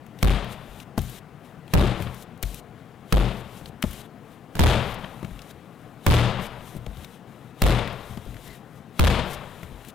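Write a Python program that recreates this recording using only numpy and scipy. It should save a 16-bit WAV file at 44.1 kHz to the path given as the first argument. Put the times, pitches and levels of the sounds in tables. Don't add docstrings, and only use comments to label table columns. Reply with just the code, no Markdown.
import sys
import numpy as np
from scipy import signal
from scipy.fft import rfft, irfft
from scipy.io import wavfile
from scipy.ndimage import uniform_filter1d, map_coordinates

SR = 44100
rng = np.random.default_rng(int(sys.argv[2]) if len(sys.argv) > 2 else 0)


def master(y):
    cut = np.clip(np.atleast_2d(y).T, -1, 1)
    pcm = np.round(cut * 32767)
    wavfile.write(sys.argv[1], SR, pcm.astype(np.int16))


def natural_amplitude(level_db):
    exponent = np.asarray(level_db, float) / 20
    return 10 ** exponent


N = 438354

# start_s, blow_db, second_mode_db, upper_modes_db, rattle_db (sheet and room)
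SLAM_EVENTS = [
    (.227, 4.5, -2.5, -11, -17),
    (1.736, 21.5, 3, -1, -15),
    (3.1238, 9, -11.5, -6, -19),
    (4.5923, 16.5, 9, -1.5, -7.5),
    (6.064, 9.5, 6, -2, -7.5),
    (7.618, 2, -0.5, -2.5, -12.5),
    (8.9930, 6.5, 7.5, -5.5, -9.5),
]
# freq_hz, level_db (per Hz)
DOUGH_SPECTRUM = [(60, -70), (130, -7.5), (300, 2.5), (600, -2.5), (1300, -16), (3000, -35.5), (8000, -78)]


def unit(x):
    return x / np.sqrt(np.mean(x ** 2) + 1e-20)


def along(points, hz):
    f, v = np.transpose(points)
    return np.interp(np.log(hz + 1), np.log(f + 1), v)


def curves(rows):
    s, *cols = np.transpose(rows)
    return [np.interp(np.arange(N) / SR, s, c) for c in cols]


def add(track, start_s, sound):
    part = track[round(start_s * SR):][:len(sound)]
    part += sound[:len(part)]


def noise(spectrum, size, patchy_db, t60=None):
    hz, t, z = signal.stft(rng.standard_normal(size), SR, nperseg=1024 if t60 is None else 512)
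    field = uniform_filter1d(rng.standard_normal(z.shape), size=8, axis=0)
    field = uniform_filter1d(field, size=4, axis=1)
    z = z * natural_amplitude(along(spectrum, hz)[:, None] + patchy_db * unit(field))
    scale = np.std(signal.istft(z)[1])
    if t60 is not None:
        t60_s = np.clip(along(t60, hz), .05, 5)
        z = z * natural_amplitude(-60 * t / t60_s[:, None])
    return signal.istft(z)[1][:size] / scale


def burst(spectrum, t60_s, size):
    return natural_amplitude(-60 * np.arange(size) / SR / t60_s) * noise(spectrum, size, patchy_db=-0.5)


def clumps(size, step):
    chatter_db = 3
    knots = rng.exponential(size=size // step + 4)
    return unit(natural_amplitude(chatter_db * map_coordinates(knots, [np.arange(size) / step], order=1)))


def kitchen():
    # freq_hz, level_db (per Hz)
    hum_spectrum = [(15, -57), (25, -24), (84, -9), (102, 5.5), (255, -2.5), (392, -9.5), (425, -6),
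                    (604, -12.5), (710, -8), (929, -15.5), (1060, -14), (3050, -27), (5230, -38),
                    (10800, -41), (15800, -43)]
    return natural_amplitude(-42.5) * noise(hum_spectrum, N, patchy_db=1.24)


def squeak():
    # start_s, pitch_hz, level_db
    palm_rub = [
        (8.44, 2040, -63),
        (8.46, 1953, -55),
        (8.528, 2090, -54),
        (8.56, 1830, -59),
    ]
    first_s, first_hz, _ = palm_rub[0]
    last_s, last_hz, _ = palm_rub[-1]
    hz, level_db = curves([(first_s - .02, first_hz, -90), *palm_rub, (last_s + .01, last_hz, -90)])
    turn = 2 * np.pi * np.cumsum(hz) / SR + .14 * np.cumsum(rng.standard_normal(N))
    return natural_amplitude(level_db + 6.5) * clumps(size=N, step=300) * (np.sin(turn) + 0.5 * np.sin(2 * turn))


def stroke(peak_s, db, swell_s, hold_s, fade_s):
    t = np.arange(0, N + 32, 32) / SR - peak_s
    rise = np.maximum(-t, 0) / max(swell_s, .003)
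    fall = np.maximum(t - hold_s, 0) / max(fade_s, .003)
    return natural_amplitude(db - 10 * (rise + fall))


def handling():
    # let_go_s, level_db, swell_s (per 10 dB), dullness_db
    pulls = [(.832, -54, .25, 4.5), (2.234, -49, 0.14, -12), (3.41, -53, 0.12, -7), (3.69, -53, .06, -6),
             (4.926, -49.5, 0.16, -12), (5.512, -49.5, 0.023, 3), (6.78, -55, 0.3, 1),
             (7.052, -52.5, 0.15, 4.5), (8.48, -49.5, 0.081, 0), (9.903, -49.5, 0.068, 2)]
    # peak_s, level_db, swell_s (per 10 dB), fade_s (per 10 dB), dullness_db
    rubs = [(.528, -45.5, .03, 0.014, 4), (1.45, -60.5, 0.018, .07, 5), (2.024, -47, 0.045, 0.037, -18),
            (2.78, -71, .03, .15, 11), (3.58, -52, 0.12, 0.048, 2.5), (4.33, -61, 0.077, 0.041, 3),
            (4.943, -42, 0.0036, 0.007, -11), (5.83, -65.5, .2, .2, 4), (6.43, -51, 0.043, 0.023, -6),
            (6.68, -50.5, 0.04, 0.047, -3), (7.151, -57.5, 0.19, 0.028, 3.5),
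            (7.93, -49, 0.0047, 0.0027, -1), (8.115, -53, 0.22, 0.12, 2), (8.555, -54, 0.31, 0.036, 1),
            (8.775, -61, 0.091, 0.037, 0), (9.32, -42, 0.042, 0.014, -16), (9.635, -58.5, 0.35, 0.06, 1)]
    # start_s, length_s, level_db, dullness_db
    holds = [(0.978, 0.21, -49, 1), (2.428, 0.17, -49, -1), (3.827, .19, -49, 2), (4.016, 0.046, -60.5, 9),
             (4.986, 0.52, -59.5, 4.5), (5.52, .15, -71, 8), (6.421, 0.049, -47.5, 5.5),
             (7.274, 0.24, -66.5, 5), (8.219, 0.11, -60.5, 6), (9.333, 0.015, -41, -6),
             (9.364, 0.46, -61, 7.5)]
    let_go_s = 0.0056
    strokes = [(stroke(s, db, swell, 0, let_go_s), dull_db) for s, db, swell, dull_db in pulls]
    strokes += [(stroke(s, db, swell, 0, fade), dull_db) for s, db, swell, fade, dull_db in rubs]
    strokes += [(stroke(s, db, let_go_s, hold, let_go_s), dull_db) for s, hold, db, dull_db in holds]
    strokes += [(stroke(s, -50.5, 0.032, 0, let_go_s), 5.5) for s, *_ in SLAM_EVENTS]
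    fizz = sum(gain ** 2 for gain, _ in strokes)
    drag = sum((gain * natural_amplitude(dull_db)) ** 2 for gain, dull_db in strokes)
    return np.sqrt([fizz, drag]).repeat(32, axis=1)[:, :N]


def peel():
    # freq_hz, level_db (per Hz)
    fizz_spectrum = [(1500, -46), (3000, 4.5), (5000, 0.5), (8000, 1), (12000, 1.5), (15400, -2.5),
                     (16200, -33)]
    drag_spectrum = [(300, 12), (1000, 4), (2500, 4.5), (4000, 4), (4800, -61), (8000, -36)]
    fizz_gain, drag_gain = handling()
    grain_db = 4 * uniform_filter1d(rng.exponential(size=N // 40 + 1), size=2)
    grains = natural_amplitude(grain_db).repeat(40)[:N]
    fizz = unit(noise(fizz_spectrum, N, patchy_db=.6) * (1 + .15 * grains))
    drag = noise(drag_spectrum, N, patchy_db=1)
    return natural_amplitude(2.5) * (fizz_gain * fizz + drag_gain * drag)


def pops(rows, t60_s, narrow):
    out, t = np.zeros(N), np.arange(1024) / SR
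    f = np.fft.rfftfreq(len(t), 1 / SR) + 1
    shape = natural_amplitude(-60 * t / max(t60_s, .003)) * (1 - np.exp(-t / 0.0012))
    for s, pop_db, pop_hz, spit_db in rows:
        white = rfft(rng.standard_normal((2, len(t))))
        pop = unit(irfft(white[0] / (1 + (narrow * np.log2(f / pop_hz)) ** 2)))
        spit = unit(irfft(white[1] / (1 + (6000 / f) ** 4) * (f < 15900)))
        add(out, s, shape * (natural_amplitude(pop_db) * pop + natural_amplitude(spit_db + 5.5) * spit))
    return out


def snaps():
    # start_s, pop_db, pop_hz, spit_db
    finger_snaps = [(0.0634, -41, 1950, -47), (0.188, -34, 3330, -48), (0.4434, -26, 1900, -46),
                    (0.8011, -27, 3200, -51), (1.0164, -43, 2500, -35), (1.0964, -43, 2870, -34.5),
                    (1.6786, -36, 2620, -51), (2.0218, -22, 1760, -37), (2.1444, -36, 1950, -40),
                    (2.2233, -37, 3450, -42), (2.3754, -48, 2890, -49), (2.5431, -32.5, 2980, -31),
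                    (3.6576, -27.5, 3360, -48), (3.9084, -33, 2050, -36), (3.931, -35, 2410, -36),
                    (5.229, -25, 1100, -54), (5.2465, -27, 1820, -53), (5.3906, -29.5, 2640, -60),
                    (5.4181, -33, 4740, -60), (6.765, -39, 3080, -43), (6.8633, -27, 2560, -50),
                    (6.9701, -37, 3050, -54), (7.0454, -28.5, 3040, -42), (7.8744, -23, 1890, -43),
                    (8.1728, -30, 2770, -50), (8.3429, -35, 2040, -48), (8.3664, -33, 2050, -60),
                    (9.631, -27, 1830, -42), (9.848, -34, 2240, -45), (9.8844, -38, 3240, -39)]
    return pops(finger_snaps, t60_s=0.017, narrow=1.64)


def rip_offs():
    # start_s, pop_db, pop_hz, spit_db
    tear_cracks = [
        (0.9780, -6, 1100, -23),
        (0.9844, -39, 1870, -26),
        (0.9908, -19.5, 3100, -42),
        (2.4272, -17.5, 1600, -17),
        (2.4313, -19, 3130, -29),
        (2.4345, -18, 1990, -43),
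        (3.823, -33, 3270, -22),
        (3.8257, -5.5, 1900, -26),
        (3.8385, -8.5, 1100, -40),
    ]
    return pops(tear_cracks, t60_s=0.011, narrow=1.0)


def push(t, hz, cycles):
    u = t * hz / cycles
    return -np.sin(2 * np.pi * hz * t) * u * np.exp(1 - u)


def boom(t, deep_db, second_db, upper_db, damp):
    # freq_hz, t60_s, level_db
    modes = [
        (47.7, 0.37, -1),
        (78.15, 0.28, 2),
        (119, 0.64, -4.5),
        (126.04, 0.78, -12),
        (140.9, 0.28, -5.5),
        (187.4, 0.71, -12.5),
        (199, 0.25, -7),
        (215, 0.9, -19),
    ]
    scatter = rng.standard_normal((len(modes), 2))
    waver = .011 * np.cumsum(rng.standard_normal((len(modes), len(t))), axis=1)
    scatter[:2], waver[0] = 0, 0
    levels_db = np.array([deep_db, second_db] + [upper_db] * (len(modes) - 2)) + 3.47 * scatter[:, 0]
    phases = scatter[:, 1:] + waver
    ring = np.zeros(len(t))
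    for drive_db, phase, (hz, t60_s, db) in zip(levels_db, phases, modes):
        decay = natural_amplitude(drive_db + db - 60 * t / (damp * t60_s))
        ring += decay * np.cos(2 * np.pi * hz * t + phase)
    return ring * (1 - np.exp(-t / 0.0056))


def pats():
    # start_s, push_db, push_hz, deep_mode_db, higher_modes_db
    pat_events = [(0.689, -49, 100, -42, -45), (6.765, -32.5, 141, -50.5, -53),
                  (0.9776, -10.5, 238, -28, -22), (2.003, -23, 147, -44, -27),
                  (2.065, -31.5, 142, -45, -33), (2.4295, -25, 100, -24.5, -34),
                  (3.613, -36, 143, -46, -45), (3.695, -36.5, 159, -57, -49), (3.8386, -13, 215, -30, -25),
                  (5.2282, -28, 164, -52, -33), (5.246, -29, 157, -55, -40), (5.311, -39, 143, -37, -46),
                  (5.528, -45, 191, -64, -47), (6.751, -33, 149, -49, -43),
                  (6.7594, -32, 168, -38.5, -32.5), (6.8656, -30, 138, -32.5, -33),
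                  (6.97, -52, 132, -56, -35.5), (8.097, -41, 108, -42, -34), (8.1726, -28, 215, -56, -38),
                  (8.263, -34.5, 109, -35, -36.5), (8.352, -36, 100, -47, -55), (8.465, -48, 102, -46, -43),
                  (9.63, -31, 142, -49, -37), (9.718, -42, 228, -40, -41)]
    out, t = np.zeros(N), np.arange(round(.45 * SR)) / SR
    for s, db, hz, deep_db, upper_db in pat_events:
        add(out, s, natural_amplitude(db + 5.5) * push(t, hz, cycles=0.48))
        add(out, s, natural_amplitude(db - 3) * burst(DOUGH_SPECTRUM, t60_s=0.053, size=4096))
        add(out, s, natural_amplitude(10) * boom(t, deep_db, upper_db - 6, upper_db - 9, damp=0.88))
    return out


def slams(rows):
    # freq_hz, level_db (per Hz)
    slap_spectrum = [(100, -28), (500, 1), (1200, 6.5), (3500, -4.5), (8000, -14.5), (16000, -13)]
    spray_spectrum = [(1500, -28), (3000, -0.5), (5000, 17.5), (8000, -19), (12000, -3), (16000, -10)]
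    rattle_spectrum = [(35, -5.5), (60, -9), (118, 1.5), (149, -4.5), (189, 5), (287, -31), (354, -7.5),
                       (553, -6.5), (1700, -15), (3580, -14), (5590, -31), (13600, -24.5), (16000, -42)]
    # freq_hz, t60_s
    room_t60 = [(100, 1.14), (300, 0.94), (1000, 1.235), (3000, 0.92), (6000, 0.76), (14000, 0.28)]
    out, t = np.zeros(N), np.arange(round(1.2 * SR)) / SR
    size = 24576
    for s, blow_db, second_db, upper_db, rattle_db in rows:
        wash = noise(rattle_spectrum, len(t), patchy_db=0, t60=room_t60)
        wash *= (0.72 + 0.35 * clumps(size=len(t), step=400)) * (1 - np.exp(-t / 0.0065))
        slap = burst(slap_spectrum, t60_s=0.016, size=4096)
        body = burst(DOUGH_SPECTRUM, t60_s=0.48, size=size) * (1 - np.exp(-t[:size] / .004))
        spray = burst(spray_spectrum, t60_s=0.87, size=size) * clumps(size=size, step=130)
        bench = boom(t, 3.5, second_db, upper_db, damp=0.97)
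        swing = 1 + 0.77 * np.exp(-t / 0.097)
        add(out, s + .001, natural_amplitude(blow_db + 7) * slap)
        add(out, s, natural_amplitude(upper_db - 6.5) * body)
        add(out, s, natural_amplitude(blow_db + 5) * push(t, hz=161.9, cycles=0.48))
        add(out, s, natural_amplitude(rattle_db - 27) * spray)
        add(out, s, swing * (natural_amplitude(-1) * bench + natural_amplitude(rattle_db - 3.5) * wash))
    return out


def microphone(x):
    excess = x - np.clip(x, -.75, .75)
    keep = np.exp(-1 / (0.00563 * SR))
    left = x + 7 * signal.lfilter([1 - keep], [1, -keep], excess)
    pair = np.array([left, natural_amplitude(-9.6) * x])
    return pair / (1 + np.abs(pair / .19) ** 12) ** (1 / 12)


def scene():
    # start_s, blow_db, second_mode_db, upper_modes_db, rattle_db
    earlier_slam = [
        (4.5522, 9, 0, -1.5, -9),
    ]
    # time_s, gain_db
    outgoing_fade = [
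        (4.5, -28),
        (4.56, -14),
        (4.62, -23),
        (4.7, -11),
        (4.76, -60),
    ]
    main = kitchen() + squeak() + peel() + snaps() + rip_offs() + pats() + slams(SLAM_EVENTS)
    return microphone(main) + natural_amplitude(curves(outgoing_fade)[0]) * microphone(slams(earlier_slam))


def roll_off(x):
    return signal.sosfilt(signal.butter(12, 17070, fs=SR, output="sos"), x)


def record(dry):
    limit = signal.firwin(255, 16500, fs=SR)
    hissing = dry + natural_amplitude(-92) * rng.standard_normal(dry.shape)
    mix = signal.fftconvolve(hissing, limit[None], "same", axes=1)
    return roll_off(mix)


dry = scene()
out = record(dry)
master(out)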